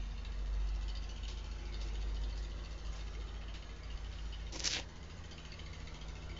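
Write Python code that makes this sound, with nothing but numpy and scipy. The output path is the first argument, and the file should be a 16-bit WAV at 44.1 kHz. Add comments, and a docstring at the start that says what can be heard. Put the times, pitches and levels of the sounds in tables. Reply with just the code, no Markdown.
"""A diesel engine idles evenly in a yard hall: tones locked to the exhaust puffs, and three metal ticks each
crank turn, made by noise rattles ringing casing modes as the microphone moves along the engine.
Behind it lies a steady noise wash; nearby, a deeper hum of two tones creeps up in pitch and swells and sinks,
weaker later. Noise-burst knocks and low swings join the ticks, and a shoe scuffs gritty floor close to the
microphone: ringing grains, with single cracks for the larger grit."""
import sys
import numpy as np
from scipy import signal
from scipy.io import wavfile
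from scipy.ndimage import uniform_filter1d

SR = 44100
rng = np.random.default_rng(int(sys.argv[2]) if len(sys.argv) > 2 else 0)


def persist_wave(psi):
    """Save psi, clipped to +-1, as 16-bit WAV."""
    counts = np.round(np.clip(psi, -1, 1) * 32767).astype(np.int16)
    wavfile.write(sys.argv[1], SR, np.atleast_2d(counts).T)


N = 281799  # samples

# Colour of the wash in the hall: pitch_hz, relative level_db per Hz
WASH = [(8.8, -30), (15, -1), (66, -7), (120, -15), (235, -18.5), (275, -21), (339, -20.5), (632, -21),
        (1270, -23.5), (2380, -30.5), (3000, -28), (3330, -32.5), (4550, -34), (6540, -42), (7450, -48),
        (9680, -68.5), (16400, -120)]
# Broad lifts in the wash: centre_hz, width_hz, lift_db
HALL = [(348, 42, 7.5), (471, 49, 6), (2020, 230, 2.5), (3050, 110, 2.5), (3860, 330, 2), (6850, 1860, 9)]
# Slow swell of the wash: time_s, low_db (times 1.5 under 1 kHz, 0.5 over 2 kHz), treble_db (full over 2 kHz)
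WASH_SWELL = [(0, -1.5, 0), (.7, -0.5, -1), (1.3, -1.5, 1.5), (1.9, 0.5, 1.5), (2.5, 0, -0.5), (3, -0.5, 1),
              (3.6, -0.5, -1.5), (4.2, -1.5, 1.5), (4.9, -1, -1.5), (5.5, -0.5, 1), (6.39, 0, -1)]
# The hum swells and sinks several times, weaker later: time_s, low_tone_db (rms), upper_tone_db (rms)
HUM = [(0, -39, -56), (.2, -43.5, -51.5), (.55, -36, -58.5), (1.3, -44, -53), (1.8, -40.5, -59),
       (2.2, -39, -57), (2.8, -44, -65), (3.4, -45.5, -76), (3.7, -48, -67), (4.05, -44.5, -56),
       (4.5, -45, -63), (5.1, -60.5, -62), (5.6, -52.5, -58), (5.95, -49, -55), (6.39, -52, -61)]
# Low bumps: centre_s, peak_db, pitch_hz
BUMPS = [(2.896, -40, 44.5), (3.95, -34.5, 41.13)]
# Broad knocks, some together with a tick: start_s, level_db (rms before the fade), centre_hz
KNOCKS = [(1.279, -47.5, 3840), (1.812, -51, 4700), (2.374, -53.5, 4500), (2.9492, -53, 1000),
          (2.958, -55, 5000), (3.539, -50, 3000), (4.124, -54.5, 3040)]
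# The sole catches three times, then slides: time_s, hiss_db, sole_rumble_db
SCUFF = [(4.518, -86, -60), (4.524, -45.5, -54.5), (4.545, -52, -49.5), (4.565, -45.5, -43.5),
         (4.585, -54, -66), (4.602, -43.5, -54), (4.618, -50.5, -52), (4.651, -39, -57),
         (4.655, -38.5, -53), (4.677, -30.5, -59), (4.685, -42.5, -50.5), (4.71, -37, -59),
         (4.735, -35.5, -56), (4.77, -41, -47), (4.799, -44, -47.5), (4.81, -53, -55), (4.85, -66, -70)]
# Larger grit cracking under the sole: start_s, level_db, pitch_hz
GRIT = [(4.5228, -40, 5500), (4.5597, -33, 5270), (4.596, -23.5, 5900), (4.603, -24, 5900),
        (4.6038, -27.5, 3050), (4.626, -42, 5560), (4.639, -29, 3500), (4.6431, -19, 6000),
        (4.655, -16.5, 5500), (4.658, -21, 5500), (4.6637, -18, 5640), (4.6693, -22, 5930),
        (4.6732, -22, 5200), (4.702, -31, 4080), (4.7158, -37, 2630), (4.7357, -25, 3180),
        (4.737, -21, 4840), (4.752, -30, 3580), (4.7688, -24, 2400), (4.797, -39, 4500)]
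# Modes of sole and floor: pitch_hz, width_hz, relative level_db
SOLE = [(159, 30, -6), (318, 32, 1.5), (493, 45, -0.5), (536, 27, -4), (724, 160, -2), (957, 63, -5)]
# Exhaust tones as multiples of the crank turn
MULTIPLES = [2, 4, 5, 6, 8, 9, 10, 11, 12, 14, 15, 16, 17, 18, 19, 21, 23]
# Each exhaust tone: start_level_db (rms), change_db_per_s as the microphone moves
ORDERS_DB = [(-66, 0.5), (-58.5, 0), (-60.5, 0.2), (-61, 0.17), (-70, 0), (-72, -2), (-69, 0),
             (-63.5, 0.74), (-76, -0.5), (-78, -2), (-85.5, 1.5), (-65, -0.6), (-81.5, 2), (-85.5, 1.5),
             (-87, 1.46), (-83, 0.5), (-76.5, 0.5)]
# Place of each of the three ticks within the crank turn: place_turns
TICK_AT = [.522, .652, .787]
# Ticks as the microphone moves along the engine:
# time_s, first_tick_db, last_tick_db, brightness_db_per_octave (about 3400 Hz)
TICKS = [(0, -54, -58, -10), (.25, -44.5, -61, -9), (.72, -58, -52.5, -2.5), (.88, -45, -50, -1),
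         (1.1, -48.5, -56, -0.5), (1.4, -52.5, -56, -0.5), (1.65, -48.5, -64, -0.5), (1.8, -52, -47.5, -1),
         (2.4, -51.5, -54.5, 0.5), (3.25, -53, -51, -4), (3.5, -51, -59, -4.5), (4.0, -54, -67, 4),
         (4.35, -48.5, -57.5, -11), (5.0, -54.5, -61.5, 3.5), (5.55, -51.5, -62, 6.5), (6.0, -54, -70, 6),
         (6.39, -53, -57, 4)]
# Modes of the engine's casing: pitch_hz, width_hz (per smoothing pass), relative level_db,
# panel_number (0 sump, 1 side cover, 2 block, 3 a panel whose facing stays constant)
METAL = [(1842, 95, -14, 0), (2140, 190, -10.5, 0), (2677, 180, -9.5, 1), (3060, 220, -7.5, 2),
         (3682, 220, -6.5, 3), (4460, 300, -5, 3), (4740, 280, -8.5, 3), (5500, 400, -10.5, 3),
         (6040, 550, -8.5, 3), (6590, 700, -8, 3)]
# How well three panels face the moving microphone: time_s, sump_db, side_cover_db, block_db
FACING = [(0, -8, -7.5, -7), (.8, -11, 0.5, 2), (1.45, -11, 2.5, 5), (2, -1, 2.5, -2), (3, -4.5, 2, 3.5),
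          (3.6, 6.5, 4.5, 5.5), (4.4, -4, -4.5, 2), (5.1, 10.5, 4.5, 6.5), (5.55, 13.5, 9, 6.5),
          (5.9, 15, 6, 6), (6.39, 11, 1, -5)]
# Ticks that stand out: start_s, level_db, lower_ring_hz, upper_ring_hz, upper_against_lower_db
LOUD = [(0.178, -53.5, 2740, 4340, 1), (0.249, -52.5, 2710, 3820, 3), (0.32, -52, 2940, 3770, -12),
        (0.8778, -49.5, 2920, 3900, 2), (0.898, -50, 3000, 4550, 0), (0.9524, -52, 3690, 4650, 0),
        (0.9687, -58, 3200, 4730, 7), (1.0198, -55, 2880, 3670, -14), (1.0386, -53, 2730, 4800, -0.5),
        (1.0902, -51, 2910, 4540, -5), (1.158, -50, 2920, 4350, -11), (1.2318, -44.5, 2880, 3750, -9.5),
        (1.3704, -49.5, 3170, 4400, -7), (1.3923, -58, 3080, 4320, -4), (1.441, -54, 3020, 4310, 0),
        (1.742, -49.5, 3620, 4450, -2), (1.951, -50, 3000, 3700, -7), (2.163, -50, 2980, 4220, -3),
        (2.2354, -51, 3600, 4250, 1), (2.325, -55.5, 2030, 4360, 5), (2.447, -57, 2540, 3660, -1),
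        (2.5157, -48.5, 2940, 4120, -7), (2.586, -53, 2960, 3400, -5), (2.8496, -48.5, 2800, 4600, -6),
        (3.2883, -54, 3060, 3730, -5), (3.365, -52, 3260, 3560, -10), (3.4817, -50, 2860, 4400, -15),
        (3.625, -50, 2950, 4720, -11), (3.6909, -51, 2060, 4300, -1.5), (3.8332, -61, 2830, 4770, 6),
        (3.901, -47, 2830, 4470, -27), (4.0436, -54.5, 2980, 3780, -3), (4.1855, -46.5, 2870, 4330, -16),
        (4.324, -46.5, 2970, 4730, -9.5), (5.0995, -55, 2810, 4840, 1), (5.31, -52, 3130, 4740, 1),
        (5.3813, -47, 2790, 3810, -10), (5.4493, -47, 2950, 6440, -11), (5.5183, -51, 2640, 4480, -3),
        (5.5903, -46, 3060, 3380, -6), (5.6614, -52, 1930, 3550, -7), (5.7325, -50, 2950, 6230, -8),
        (5.8729, -49, 2220, 3940, -1), (5.942, -49.5, 3190, 3900, -5), (6.0114, -47.5, 3230, 3890, -11),
        (6.0813, -56, 2060, 3840, -1), (6.153, -51, 2600, 4700, -13), (6.295, -45.5, 2210, 4720, -8.5),
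        (6.3644, -49.5, 3070, 3900, -12)]

WASH_DB = -53  # rms of the whole wash
CLIMB_S = 3.6  # time constant of the hum's climb
HUM_FROM_HZ, HUM_TOWARD_HZ = 47.35, 53.46
UPPER_FROM_HZ, UPPER_TOWARD_HZ = 73, 86.3
WAVER_HZ = .15  # rms wander of both hum tones
KNOCK_T60_S = 0.29
SLIDE_HZ, SLOWING_S = (5600, 2730), (4.698, 4.78)  # slide brightness before and after the foot slows
CRANK_HZ = 14.2254
PUFF_AT, PUFF_LEAD = .61, .32  # turns: place of the one puff a turn, and the lead of its swing
TICK_SPREAD_DB = 1.5  # rms chance in each tick's level
MIDDLE_DB = 0.5  # the middle tick against the mean of the others
FOCUS_DB = -36.5  # per octave: how fast modes fall silent away from a loud tick's rings
REPEAT_DB = -4.5  # the last tick answering a loud first tick on the same rings
EDGE_HZ = 7560  # band limit
OFFSET = .0009  # of full scale


def gain_of(db):
    """Decibels to gain."""
    return 10 ** (np.asarray(db) / 20)


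def evened(x):
    """Scales to rms 1."""
    return x / np.sqrt(np.mean(x ** 2) + 1e-20)


def curves(rows, t):
    """Columns of a table read at times t, with straight lines between rows."""
    s, *columns = np.transpose(rows)
    return [np.interp(t, s, c) for c in columns]


def drift(rate_hz, t):
    """Slow wander of rms 1: sines of random phase up to the given rate, the slower ones stronger."""
    rates = np.geomspace(rate_hz / 20, rate_hz, num=20)
    return evened(sum(np.sin(2 * np.pi * (f * t + rng.random())) / np.sqrt(f) for f in rates))


def resonate(x, hz, width_hz):
    """Shifts hz down to zero, smooths, and shifts back: a resonance of gain 1."""
    turn = np.exp(2j * np.pi * np.cumsum(hz * np.ones(len(x))) / SR)
    r = np.exp(-np.pi * width_hz / SR)
    return 2 * (turn * signal.lfilter([1 - r], [1, -r], x / turn)).real


def add(mix, start_s, sound):
    """Mixes a sound in from start_s, cut at the end of the mix."""
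    part = mix[round(start_s * SR):][:len(sound)]
    part += sound[:len(part)]


def blurred(x, bins, frames):
    """Random patches of rms 1, averaged over neighbouring frequency bins and time frames."""
    x = uniform_filter1d(x, size=bins, axis=0)
    return evened(uniform_filter1d(x, size=frames, axis=1))


def wash():
    """Fan and engine noise spread by the hall: random spectra with drifting patches."""
    frames, hz = N // 512 + 5, np.fft.rfftfreq(2048, 1 / SR)
    a, b, patches, bands = rng.standard_normal((4, len(hz), frames))
    patches = blurred(patches, 14, 10)
    bands = blurred(bands, 2, 40)  # narrow bands that linger

    f, db = np.transpose(WASH)
    colour = np.interp(np.log(hz + 1), np.log(f + 1), db)
    colour += sum(lift / (1 + (2 * (hz - centre) / width) ** 2) for centre, width, lift in HALL)

    low_db, high_db = curves(WASH_SWELL, np.arange(frames) * 512 / SR)
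    treble = np.clip(np.log2((hz + 1) / 1000), 0, 1)[:, None]  # 0 under 1 kHz, 1 over 2 kHz
    swell = (1.5 - treble) * low_db + treble * high_db
    flicker = 1.7 * treble * patches + (2.2 + 1.1 * treble) * bands
    spectra = (a + 1j * b) * gain_of(colour[:, None] + swell + flicker)
    noise = signal.istft(spectra, nperseg=2048, noverlap=1536)[1][:N]
    return gain_of(WASH_DB) * evened(noise)


def hum(t):
    """Two tones creeping up in pitch, each slowing toward its goal; the lower has a faint octave."""
    db, upper_db = curves(HUM, t)
    climb, waver = 1 - np.exp(-t / CLIMB_S), WAVER_HZ * drift(3., t)
    low_hz = HUM_FROM_HZ + (HUM_TOWARD_HZ - HUM_FROM_HZ) * climb + waver
    upper_hz = UPPER_FROM_HZ + (UPPER_TOWARD_HZ - UPPER_FROM_HZ) * climb + waver
    low_phase = 2 * np.pi * np.cumsum(low_hz) / SR
    upper_phase = 2 * np.pi * np.cumsum(upper_hz) / SR

    low = np.sin(low_phase) + gain_of(-25.5) * np.sin(2 * low_phase)
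    low *= gain_of(db + 1.1 * drift(15.0, t))
    upper = gain_of(upper_db + 0.99 * drift(2.3, t)) * np.sin(upper_phase)
    return np.sqrt(2) * (low + upper)


def bump(db, hz):
    """A single low swing under a bell-shaped envelope, centred 2000 samples in."""
    u = np.arange(-2000, 2000) / SR
    return -gain_of(db) * np.cos(2 * np.pi * hz * u) * np.exp(-(u / 0.0091) ** 2)


def knock(db, hz):
    """A broad noise burst with a sharp front that dies in the hall."""
    u = np.arange(round(.3 * SR)) / SR
    burst = evened(resonate(rng.standard_normal(len(u)), hz, 0.55 * hz))
    return gain_of(db - 60 * u / KNOCK_T60_S) * np.minimum(u / 0.00075, 1) * burst


def grit_crack(db, hz):
    """One larger piece of grit: a very short ping with a fading puff of noise."""
    u = np.arange(300) / SR
    ping = np.sin(2 * np.pi * hz * u) * np.exp(-((u - .0007) / 0.00017) ** 2)
    puff = 0.084 * rng.standard_normal(len(u)) * np.exp(-u / 0.0015)
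    return gain_of(db) * (ping + puff)


def scuff():
    """Dense fine grains under a sliding sole: the brightness falls as the foot slows; larger grit cracks singly."""
    t = np.arange(SCUFF[0][0], SCUFF[-1][0], 1 / SR)
    db, sole_db = curves(SCUFF, t)
    bright_hz = np.interp(t, SLOWING_S, SLIDE_HZ)

    grain_db = 2.8 * np.minimum(rng.exponential(1, len(t)), 3.5)
    falls = rng.random(len(t)) < 7000 / SR  # about 7000 grains per second
    grains = rng.standard_normal(len(t)) * gain_of(grain_db) * falls

    # bits of grit ring by turns
    stones = sum(gain_of(2.8 * drift(200., t)) * resonate(grains, f, 450.0)
                 for f in np.geomspace(1700, 7000, num=16))
    hiss = evened(resonate(stones, bright_hz, 2200.) + .25 * stones)
    sole = evened(sum(gain_of(mode_db + 2.0 * drift(20., t)) * resonate(grains, f, width) / np.sqrt(width)
                      for f, width, mode_db in SOLE))

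    out = np.zeros(N)
    add(out, t[0], gain_of(db) * hiss + gain_of(sole_db) * sole)
    for start_s, *row in GRIT:
        add(out, start_s, grit_crack(*row))
    return out


def exhaust(t):
    """Tones locked to one puff each crank turn, so that they beat in step; multiples of six swing the other way."""
    turn = CRANK_HZ * t - PUFF_AT + .005 * drift(1., t)
    out = np.zeros(len(t))
    for k, (db, db_per_s) in zip(MULTIPLES, ORDERS_DB):
        level = np.sqrt(2) * gain_of(db + db_per_s * t + 0.94 * drift(1.4, t))
        sign = 1 if k % 6 else -1
        out += level * sign * np.cos(2 * np.pi * (k * turn + PUFF_LEAD))
    return out


def rattle():
    """Loudness of a rattle: quick rise, quick fall, faint tail."""
    u = np.arange(2600) / SR
    return np.minimum(u / 0.0012, 1) * (gain_of(-60 * u / 0.014) + gain_of(-14 - 60 * u / 0.2))


def ring(drive, hz, width_hz):
    """One mode of the casing: two passes of resonance give it steep skirts."""
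    return resonate(resonate(drive, hz, width_hz), hz, width_hz) * np.sqrt(SR / (np.pi * width_hz))


def clatter():
    """Each tick is a short rattle of noise into the casing; which modes answer changes from turn to turn."""
    turns = np.arange(int(N / SR * CRANK_HZ) + 1)
    slow = evened(uniform_filter1d(rng.standard_normal((len(turns), len(METAL))), size=2, axis=0))
    noise, out = rng.standard_normal(N), np.zeros(N)
    # per turn and tick: one draw for each mode, then one for level and one for timing
    chance = rng.standard_normal((len(turns), len(TICK_AT), len(METAL) + 2))
    at_s = (turns[:, None] + np.array(TICK_AT) + 0.0054 * chance[..., -1]) / CRANK_HZ

    first, last, bright = curves(TICKS, at_s)
    panels = curves(FACING, at_s) + [0]
    middle = (first + last)[:, 1] / 2 + MIDDLE_DB
    tick_db = np.stack([first[:, 0], middle, last[:, 2]], axis=1)
    tick_db += TICK_SPREAD_DB * chance[..., -2]

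    for m, (hz, width, mode_db, panel) in enumerate(METAL):
        share_db = mode_db + panels[round(panel)] + bright * np.log2(hz / 3400)
        share_db = share_db + 2.7 * slow[:, [m]] + 0.68 * chance[..., m]
        blows = np.zeros(N + SR)
        blows[np.round(at_s * SR).astype(int)] = gain_of(tick_db + share_db)
        rattling = noise * signal.oaconvolve(blows, rattle())[:N]
        out += ring(4.6 * blows[:N] + rattling, hz, width)
    return out


def loud_tick(start_s, db, low_hz, high_hz, high_db):
    """A harder tick: blow and a longer rattle ring two spots of the casing and wake the modes near them."""
    shape = rattle() + gain_of(-6.5 - 60 * np.arange(2600) / SR / .13)
    noise, blow = rng.standard_normal(2600), 4.5 * (np.arange(2600) == 20)
    drive = shape * noise + blow
    if abs(start_s * CRANK_HZ % 1 - TICK_AT[0]) < .1:  # a first tick: the last tick of the turn answers
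        lag = round((TICK_AT[-1] - TICK_AT[0]) / CRANK_HZ * SR)
        drive[lag:] += gain_of(REPEAT_DB) * (rattle()[:-lag] * noise[lag:] + blow[:-lag])

    out = ring(drive, low_hz, 210.0) + gain_of(high_db) * ring(drive, high_hz, 350.)
    for hz, width, mode_db, _ in METAL:
        away_octaves = np.abs(np.log2(hz / np.array([low_hz, high_hz])))
        woken = gain_of(FOCUS_DB * away_octaves + [0, high_db]).sum()
        out += gain_of(mode_db) * woken * ring(drive, hz, width)
    # the level is set against the peak of a wider ring at the lower spot
    return gain_of(db) * out / np.abs(ring(drive, low_hz, 470.0)).max()


def scene():
    """All sources at the microphone, as one channel."""
    t = np.arange(N) / SR
    mix = wash() + hum(t) + scuff() + exhaust(t) + clatter()
    for centre_s, *row in BUMPS:
        add(mix, centre_s - 2000 / SR, bump(*row))
    for start_s, *row in KNOCKS:
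        add(mix, start_s, knock(*row))
    for start_s, *row in LOUD:
        add(mix, start_s, loud_tick(start_s, *row))
    return mix[None]


def record(dry):
    """The microphone rolls off its treble; a small steady offset, then the band limit."""
    dulled = signal.sosfilt(signal.butter(8, 6900, fs=SR, output="sos"), dry)
    band_limit = signal.firwin(511, EDGE_HZ, window=("kaiser", 9), fs=SR)
    return signal.oaconvolve(dulled + OFFSET, band_limit[None], "same")


dry = scene()
out = record(dry)
persist_wave(out)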